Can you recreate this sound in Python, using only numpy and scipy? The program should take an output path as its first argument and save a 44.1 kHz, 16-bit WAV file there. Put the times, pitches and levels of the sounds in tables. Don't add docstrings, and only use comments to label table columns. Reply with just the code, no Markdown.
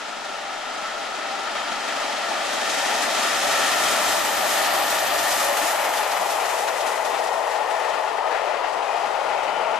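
import sys
import numpy as np
from scipy import signal
from scipy.fft import rfft, irfft, next_fast_len
from scipy.io import wavfile
from scipy.ndimage import uniform_filter1d, map_coordinates

SR = 44100
rng = np.random.default_rng(int(sys.argv[2]) if len(sys.argv) > 2 else 0)


def unload_wav(signal):
    wavfile.write(
        sys.argv[1],
        SR,
        np.round(np.clip(np.atleast_2d(signal).T, -1, 1) * 32767).astype(np.int16),
    )


N = 431738
T = np.arange(N) / SR
SIZE = next_fast_len(N, True)
HZ = np.arange(SIZE // 2 + 1) * SR / SIZE

TURN_S, TURN_WIDTH_S = 5.8, 0.61
SPEED_M_S, NEAREST_S, TRACK_M, BEAT_HZ = 23, 5.525, 6, 22.96
SOUND_M_S = 343

# (relative, per Hz)
CLASH_SPECTRUM = [(600, -32), (1300, 16.5), (1900, 16), (2600, 10), (4000, -3.5), (7000, -8), (13000, -42)]


def undb(db):
    return 10 ** (np.asarray(db) / 20)


def curves(table):
    s, *columns = np.transpose(table)
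    return [np.interp(T, s, column) for column in columns]


def colours(table, hz):
    points_hz, *columns = np.transpose(table)
    log_hz = np.log(np.maximum(hz, 1))
    return [np.interp(log_hz, np.log(points_hz), column) for column in columns]


def walk(rate_hz):
    hold = int(SR / rate_hz)
    steps = np.repeat(rng.standard_normal(N // hold + 1), hold)
    smooth = uniform_filter1d(uniform_filter1d(steps, hold), hold)[:N]
    return smooth / smooth.std()


def hump(s, half_s):
    return np.exp(-((T - s) / half_s) ** 2)


def swing(ahead, beside, at_s, width_s):
    return ahead + (beside - ahead) * (.5 + .5 * np.tanh((T - at_s) / width_s))


def swell(rise_db_per_s, full_s, leaves_s, fall_db_per_s, drop_db):
    coming_db = rise_db_per_s * np.maximum(full_s - T, 0)
    going_db = np.minimum(fall_db_per_s * np.maximum(T - leaves_s, 0), drop_db)
    return undb(-coming_db - going_db)


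def strokes(table, length_s):
    envelope = np.zeros(N)
    age = np.arange(int(8 * length_s * SR)) / SR / length_s
    for s, db in table:
        start = int((s - length_s) * SR)
        envelope[start:start + len(age)] += undb(db) * age * np.exp(1 - age)
    return envelope


def port_response():
    # pitch_hz, coherence (0-1), left_lead_rad, left_minus_right_db
    ports = [(30, 0, -5, -27), (70, 0.3, -2.7, -5), (138, 0.96, -2.5, 3), (278, 0.8, -1.23, 7.5),
             (696, 0.8, -0.86, -0.5), (1510, 0.72, 0.26, 0.4), (3200, 0.63, -0.17, 1),
             (6500, 0.41, -0.7, 1), (12000, 0.47, -1.06, -0.5)]
    coherence, lead_rad, left_db = colours(ports, HZ)
    coherence = np.clip(coherence, 0, 1)
    left = undb(left_db / 2) * np.exp(1j * lead_rad)
    right = undb(-left_db / 2)
    return np.sqrt([1 + coherence, 1 - coherence]), np.array([left, right])


MID_SIDE, PORT_GAIN = port_response()


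def unit(x):
    return x / x.mean(axis=0).std()


def spectrum_noise(gain_db):
    real, imaginary = rng.standard_normal((2, 2, len(HZ)))
    mid, side = (real + 1j * imaginary) * MID_SIDE
    spectrum = np.array([mid + side, mid - side]) * PORT_GAIN * undb(gain_db)
    return unit(irfft(spectrum, SIZE)[:, :N])


def turbulence(spectrum):
    return spectrum_noise(colours(spectrum, HZ)[0])


def at_ports(x):
    return irfft(rfft(x, SIZE) * PORT_GAIN / abs(PORT_GAIN.mean(axis=0)), SIZE)[:, :N]


def place(x, left_db):
    gains = undb(np.array([left_db, -left_db]) / 2)
    return x * gains / gains.mean(axis=0)


def reflections(x, share=0.13, clearest_s=3.7, half_s=3.0):
    # start_s, lag_s
    echo_lag = [(0, .00155), (3.5, .00158), (4.5, .001635), (5.4, .0017), (7, .001665), (9.8, .00165)]
    late_s = T - curves(echo_lag)[0]
    echo = np.array([np.interp(late_s, T, channel) for channel in x])
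    gain = share * hump(clearest_s, half_s)
    return (x + gain * echo) / np.hypot(1, gain)


def passing(ahead_spectrum, beside_spectrum, modes):
    ahead_gain_db = colours(ahead_spectrum, HZ)[0]
    beside_gain_db = colours(beside_spectrum, HZ)[0]
    for hz, width_hz, ahead_db, beside_db in modes:
        peak = 1 / (1 + (2 * (HZ - hz) / width_hz) ** 2)
        ahead_gain_db = ahead_gain_db + ahead_db * peak
        beside_gain_db = beside_gain_db + beside_db * peak
    turned = swing(0, 0.99, TURN_S, TURN_WIDTH_S)
    ahead = np.sqrt(1 - turned) * spectrum_noise(ahead_gain_db)
    return ahead + np.sqrt(turned) * spectrum_noise(beside_gain_db)


def wander(x, drift=0.012, rate_hz=3):
    slip_s = np.cumsum(drift * walk(rate_hz)) / SR
    return np.array([map_coordinates(channel, [(T + slip_s) * SR], order=1, mode="mirror") for channel in x])


def engine_distance():
    return np.hypot(SPEED_M_S * (T - NEAREST_S), TRACK_M)


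def background(rumble_db=-66, hum_db=-69, hum_hz=50):
    # (relative, per Hz)
    ground = [(10, 22), (25, 4), (45, 6), (70, -21), (150, -35), (600, -68)]
    mains = np.sqrt(2) * np.sin(2 * np.pi * hum_hz * T)
    return undb(rumble_db) * turbulence(ground) + undb(hum_db) * mains


def draught(buffet_db=3, buffet_hz=15.0):
    # start_s (centre), level_db, half_s
    gusts = [(3.6, -58, 0.43), (4.7, -58, 1.0), (7.253, -70, 0.6), (9.3, -69, 0.75)]
    # (relative, per Hz)
    air_spectrum = [(20, -36), (50, -15), (85, 0.5), (130, -0.5), (200, -15), (400, -32)]
    push = sum(undb(db) * hump(s, half_s) for s, db, half_s in gusts)
    return push * undb(buffet_db * walk(buffet_hz)) * turbulence(air_spectrum)


def top_band(beats, level_db=-35, loudest_s=4.87, half_s=1.35, flutter=0.4):
    # (relative, per Hz)
    top_band_spectrum = [(10500, -25), (11800, -1), (12900, 8), (13900, 2)]
    return undb(level_db) * hump(loudest_s, half_s) * (1 + flutter * beats) * turbulence(top_band_spectrum)


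def rail_song(far_db=-39.0, fade_s=2.3, fade_width_s=0.36, crest_db=-33, crest_s=3.62, crest_half_s=0.58,
              waver_db=1.3):
    # (relative, per Hz)
    singing = [(900, -42), (1150, -2), (1290, 20), (1410, 21), (1520, -2), (1800, -75)]
    far = swing(undb(far_db), 0, fade_s, fade_width_s)
    crest = undb(crest_db) * hump(crest_s, crest_half_s)
    return (far + crest) * undb(waver_db * walk(13)) * turbulence(singing)


def rails(beats, trim_db=-0.5, coaches_db=-1.1, flutter=0.19, rough_db=0.87):
    # (relative, per Hz)
    ahead_spectrum = [(30, -41), (80, -25), (700, -26), (1060, -6.5), (1200, 3.5), (1340, -3), (1470, -1.5),
                      (1590, -4), (1760, 2.5), (1930, -1), (2150, -5), (2900, -6.5), (3200, -6.5),
                      (3600, -10), (5000, -10), (9000, -100)]
    beside_spectrum = [(700, -26), (1050, 0.5), (1200, 1.5), (1420, -2.5), (1590, -8), (1780, -4),
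                       (2000, -2), (2250, -8), (2600, -3.5), (3100, -11.5), (3600, -15), (5000, -16.5),
                       (9000, -69)]
    # pitch_hz, width_hz, ahead_lift_db, beside_lift_db
    modes = [(1350, 79, 6, -2.5), (1400, 82, 0, 4.5), (1810, 160, -2, 1.5), (2660, 180, 0.5, -3),
             (3135, 200, 1.5, 3)]
    # start_s, level_db
    ring_level = [(0.0, -39), (1.45, -33), (2.45, -30.5), (2.8, -30), (3.65, -25), (4.3, -26),
                  (5.25, -26.5), (6.1, -29), (6.35, -29.5), (6.9, -30.5), (7.35, -32.5), (7.85, -31),
                  (8.2, -32), (8.5, -31.5), (9.0, -31.5), (9.7, -33)]
    ring = passing(ahead_spectrum, beside_spectrum, modes)
    load_db = curves(ring_level)[0] + swing(0, coaches_db, TURN_S, TURN_WIDTH_S)
    return ring * (1 + flutter * beats) * undb(trim_db + load_db + rough_db * walk(32))


def bodies(thump_s=0.019, coach_db=-50, nearest_s=9.81, half_s=0.7):
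    # start_s (peak), level_db
    thumps = [(5.2, -49), (5.37, -45), (5.63, -41.5), (6.21, -49), (6.75, -51), (7.14, -52), (7.62, -54),
              (7.94, -50), (8.1, -51), (8.76, -49), (9.05, -60)]
    # (relative, per Hz)
    body_spectrum = [(100, -26), (185, 4), (235, 0), (330, 9), (600, -38)]
    drumming = undb(coach_db) * hump(nearest_s, half_s)
    return (strokes(thumps, thump_s) + drumming) * turbulence(body_spectrum)


def exhaust_beats(decay_beats=0.34, opening_beats=0.3, scatter_db=4.5, limp_db=2.5,
                  depth_ahead=0.22, depth_behind=0.37, blur_m=85):
    distance_m = engine_distance()
    cycles = BEAT_HZ * (T - (distance_m - distance_m[0]) / SOUND_M_S) + .06
    beat, phase = cycles.astype(int), cycles % 1
    scatter = scatter_db * rng.standard_normal(beat.max() + 1)[beat]
    size = undb(scatter + limp_db * np.cos(np.pi * beat))
    opening = np.sin(np.pi / 2 * np.minimum(phase / opening_beats, 1))
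    puff = size * opening * np.exp(-phase / decay_beats)
    behind = depth_behind / np.hypot(1, distance_m / blur_m)
    depth = swing(depth_ahead, behind, NEAREST_S, TURN_WIDTH_S)
    return (puff / puff.mean() - 1) * np.clip(depth, 0, 1)


def chimney(beats, level_db=-40.0, flutter=0.84):
    # (relative, per Hz)
    puff_spectrum = [(30, -38), (70, -23), (115, -22), (150, -10), (200, -4.5), (250, 1.5), (330, -2),
                     (430, -1), (510, 1), (700, -25), (2000, -54)]
    gain = swell(rise_db_per_s=2.5, full_s=3.9, leaves_s=3.84, fall_db_per_s=4.5, drop_db=17)
    return undb(level_db) * gain * turbulence(puff_spectrum) * (1 + flutter * beats)


def treble_loss(near_db=-1.5, far_ahead_db=23.5, far_behind_db=13, reach_ahead_m=66, reach_behind_m=47):
    far_db = swing(far_ahead_db, far_behind_db, NEAREST_S, TURN_WIDTH_S)
    reach_m = swing(reach_ahead_m, reach_behind_m, NEAREST_S, TURN_WIDTH_S)
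    return far_db + (near_db - far_db) * np.exp(-(engine_distance() / reach_m) ** 2)


def steam(beats, trim_db=-1.0, flutter=0.41, gust_db=1.2, loss_hz=11100.0, loss_power=1.28):
    # (relative, per Hz)
    jet_spectrum = [(30, -27), (80, -16), (500, -11), (1500, 2.5), (2500, 1.5), (3700, 3), (4700, -1),
                    (5300, 3.5), (5900, 2.5), (6600, 4), (7200, 3), (8500, 1.5), (10500, -1), (12300, 0),
                    (13500, -24)]
    # start_s, level_db
    hiss_level = [(0.0, -44), (1.32, -42), (2.35, -37.5), (2.7, -33), (3.35, -30), (3.95, -28),
                  (4.67, -30.5), (4.79, -33), (4.93, -30.5), (5.4, -29.5), (5.54, -33.5), (5.67, -30),
                  (5.81, -36.5), (5.92, -37), (5.98, -34), (6.35, -37.5), (6.59, -35.5), (7.4, -43.5),
                  (8.05, -44), (8.21, -49.5), (8.35, -45), (8.67, -48), (9.24, -45.5), (9.7, -48.5)]
    hz, s, frames = signal.stft(turbulence(jet_spectrum), SR, nperseg=512)
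    loss = undb(-np.outer((hz / loss_hz) ** loss_power, np.interp(s, T, treble_loss())))
    hiss_band = hz > 4500
    power = np.mean(abs(frames.mean(axis=0)) ** 2, axis=1)[:, None]
    loss /= np.sqrt((power * loss ** 2)[hiss_band].sum(axis=0) / power.sum())
    hiss = signal.istft(frames * loss, SR)[1][:, :N]
    torn_db = gust_db * walk(20) / np.hypot(1, (T - TURN_S) / 2)
    return hiss * (1 + flutter * beats) * undb(trim_db + curves(hiss_level)[0] + torn_db)


def spurts(trim_db=-4.5, half_s=0.013):
    # start_s (peak), level_db
    puffs = [(4.52, -28), (4.655, -24), (4.92, -29), (4.99, -29), (5.07, -30), (5.14, -29), (5.19, -27),
             (5.325, -23), (5.98, -26.5), (6.04, -34), (6.12, -28), (6.213, -33), (6.303, -32), (6.46, -30),
             (6.585, -37), (6.685, -30), (6.812, -29), (6.877, -36), (7.053, -34), (7.188, -33),
             (7.278, -33), (7.515, -36), (7.56, -35), (7.898, -37)]
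    # (relative, per Hz)
    puff_spectrum = [(1200, -12), (2500, 3), (4500, 3.5), (7000, -0.5), (10000, -12), (13500, -23)]
    envelope = sum(undb(db) * hump(s, half_s) for s, db in puffs)
    return undb(trim_db) * envelope * turbulence(puff_spectrum)


def running_gear(beats, level_db=-36, loudest_s=5.89, half_s=0.49, flutter=1.0, rough_db=2.5):
    return (1 + flutter * beats) * undb(level_db + rough_db * walk(70)) * hump(loudest_s, half_s)


def clatter(count=150, starts_s=5.2, level_db=-36, spread_db=3, rise_s=0.0018, decay_s=0.0067):
    strikes = np.zeros(N)
    age_s = T[:int(.15 * SR)]
    for k, (when, strength) in enumerate(rng.random((count, 2))):
        s = starts_s + (k + when) / count * (T[-1] - starts_s)
        strikes[int(s * SR)] += undb(level_db + spread_db * (strength - .5))
    blow = (1 - np.exp(-age_s / rise_s)) * np.exp(-age_s / decay_s)
    return signal.fftconvolve(strikes, blow)[:N]


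def rattles(beats):
    return (running_gear(beats) + clatter()) * turbulence(CLASH_SPECTRUM)


def knocks(trim_db=-5.5, rise_s=0.0044, thud_decay_s=0.025, clash_decay_s=0.034):
    # start_s, thud_db, clash_db
    blows = [(2.305, -18.5, -47), (5.483, -13, -42), (6.209, -11.5, -36), (6.505, -34, -31),
             (6.672, -40, -21), (6.925, -27, -25), (7.125, -27, -30), (7.2, -14, -44), (7.512, -37, -26),
             (7.865, -38, -30), (8.314, -38, -22.5), (8.345, -20, -25.5), (8.47, -34, -25),
             (8.515, -30, -36), (8.635, -15, -24), (8.825, -35, -31), (8.94, -21, -45), (9.04, -23, -43),
             (9.31, -24, -27), (9.37, -20, -29), (9.662, -38, -30), (9.74, -36, -26)]
    # (relative, per Hz)
    thud_spectrum = [(150, -44), (400, -10), (560, -7), (800, 14), (1100, -10), (2500, -51)]
    thud, clash = np.zeros((2, N))
    for s, thud_db, clash_db in blows:
        span = slice(int(s * SR), int((s + .5) * SR))
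        age_s = T[span] - T[span][0]
        onset = 1 - np.exp(-age_s / rise_s)
        thud[span] += undb(thud_db) * onset * np.exp(-age_s / thud_decay_s)
        clash[span] += undb(clash_db) * onset * np.exp(-age_s / clash_decay_s)
    return undb(trim_db) * (thud * turbulence(thud_spectrum) + clash * turbulence(CLASH_SPECTRUM))


def coach_ring(level_db=-37, nearest_s=9.6, half_s=0.62, rough_db=0.5):
    # (relative, per Hz)
    ring_spectrum = [(1000, -42), (1250, -6), (1420, 13), (1560, -23), (2050, 1), (2450, -2), (2750, -3),
                     (2980, -3), (3200, -6), (4500, -50)]
    return undb(level_db + rough_db * walk(60)) * hump(nearest_s, half_s) * turbulence(ring_spectrum)


def rings(waver_hz=16, rough_db=3.0):
    # start_s (centre), pitch_hz, level_db, half_s
    moments = [(0.48, 790, -38, .06), (0.806, 1320, -41.5, 0.11), (1.349, 790, -34.5, 0.081),
               (1.431, 1343, -32.5, .05), (2.881, 780, -35, .09), (3.581, 1321, -32.5, .16),
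               (3.71, 1805, -32, 0.055), (4.77, 795, -33, .08), (5.492, 567, -29, .06),
               (7.12, 3620, -51, .08), (8.26, 1240, -36, .07), (8.36, 1760, -47, .08),
               (8.623, 1220, -47, .09), (8.87, 2470, -42, .08), (8.979, 708, -34, .07),
               (9.25, 2510, -49, .1), (9.56, 3000, -45, .11), (9.7, 1376, -37, .07)]
    out = np.zeros(N)
    waver, grain = waver_hz * walk(90), undb(rough_db * walk(60))
    for s, hz, db, half_s in moments:
        near = abs(T - s) < 3 * half_s
        tone = np.sqrt(2) * np.sin(2 * np.pi * np.cumsum(hz + waver[near]) / SR)
        out[near] += undb(db) * hump(s, half_s)[near] * grain[near] * tone
    return at_ports(out)


def wheel_note(table, trim_db, shake_hz):
    hz, db = curves(table)
    phase = 2 * np.pi * np.cumsum(hz) / SR
    tone = walk(shake_hz) * np.cos(phase) + walk(shake_hz) * np.sin(phase)
    return at_ports(undb(trim_db + db) * tone)


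def wheel_notes():
    # start_s, pitch_hz, level_db
    main_note = [(5.2, 860, -52), (5.55, 845, -33), (6.3, 825.5, -36), (6.85, 858, -35), (7.6, 851, -32),
                 (8.15, 877, -35), (8.6, 833, -39), (9.25, 821, -29.5), (9.75, 862, -35)]
    # start_s, pitch_hz, level_db
    upper_note = [(2.0, 1786, -47), (2.9, 1820, -35), (3.65, 1822, -36), (4.4, 1830, -39), (5.3, 1855, -32),
                  (5.9, 1890, -50), (6.9, 1948, -38), (7.7, 1807, -38.5), (8.4, 1754, -44),
                  (8.9, 1740, -58)]
    main = wheel_note(main_note, trim_db=-0.5, shake_hz=85)
    return main + wheel_note(upper_note, trim_db=-2.5, shake_hz=260)


def wheels(beats, ahead_db=-26.5, beside_db=-26.0, flutter=0.033, rough_db=0.42):
    # (relative, per Hz)
    ahead_spectrum = [(150, -41), (300, -13.5), (410, -9.5), (490, -10), (590, 3), (660, -1.5), (740, 1),
                      (810, 2), (940, 0), (1060, -8), (1500, -28), (4000, -66)]
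    beside_spectrum = [(120, -57), (250, -31.5), (350, -16), (440, -5), (540, -2), (630, 3.5), (780, 2),
                       (850, 2.5), (950, 1.5), (1150, -8.5), (1600, -15), (4000, -68)]
    # pitch_hz, width_hz, ahead_lift_db, beside_lift_db
    modes = [(610, 23, 0.5, -2), (671, 72, 6, 0.3), (790, 48, 2, -0.5)]
    # start_s (centre), lift_db, half_s
    surges = [(0.47, 0, 0.05), (1.28, 0, 0.09), (1.604, 0.3, 0.11), (2.89, 2, 0.055), (3.576, 1.3, 0.081),
              (4.753, 1.5, 0.059), (5.52, 0, 0.08)]
    roar = wander(passing(ahead_spectrum, beside_spectrum, modes))
    gain = swell(rise_db_per_s=3.0, full_s=3.68, leaves_s=8.0, fall_db_per_s=6, drop_db=0.4)
    level_db = swing(ahead_db, beside_db, TURN_S, TURN_WIDTH_S)
    surge_db = sum(db * hump(s, half_s) for s, db, half_s in surges)
    return gain * roar * (1 + flutter * beats) * undb(level_db + surge_db + rough_db * walk(27))


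def scene():
    left_db = swing(3, 9, at_s=6.3, width_s=0.75)
    beats = exhaust_beats()
    steel = knocks() + rattles(beats) + rails(beats)
    rolling = wheels(beats) + reflections(steel) + rail_song() + coach_ring() + wheel_notes() + rings()
    rumble = chimney(beats) + bodies()
    high_noise = reflections(steam(beats) + spurts()) + top_band(beats)
    placed = place(rolling, left_db) + place(rumble, 0.33 * left_db) + place(high_noise, 0.11 * left_db)
    return placed + draught() + background()


def record(dry, limit_db=-19.5, squeeze=0.95, response_s=0.0019, top_hz=13900):
    keep = np.exp(-1 / (response_s * SR))
    power = np.mean(dry ** 2, axis=0)
    loudness = np.sqrt(signal.lfilter([1 - keep], [1, -keep], power))
    gain = np.maximum(loudness / undb(limit_db), 1) ** -squeeze
    low_pass = signal.ellip(10, .2, 80, top_hz, fs=SR, output="sos")
    return signal.sosfilt(low_pass, dry * gain)


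dry = scene()
out = record(dry)
unload_wav(out)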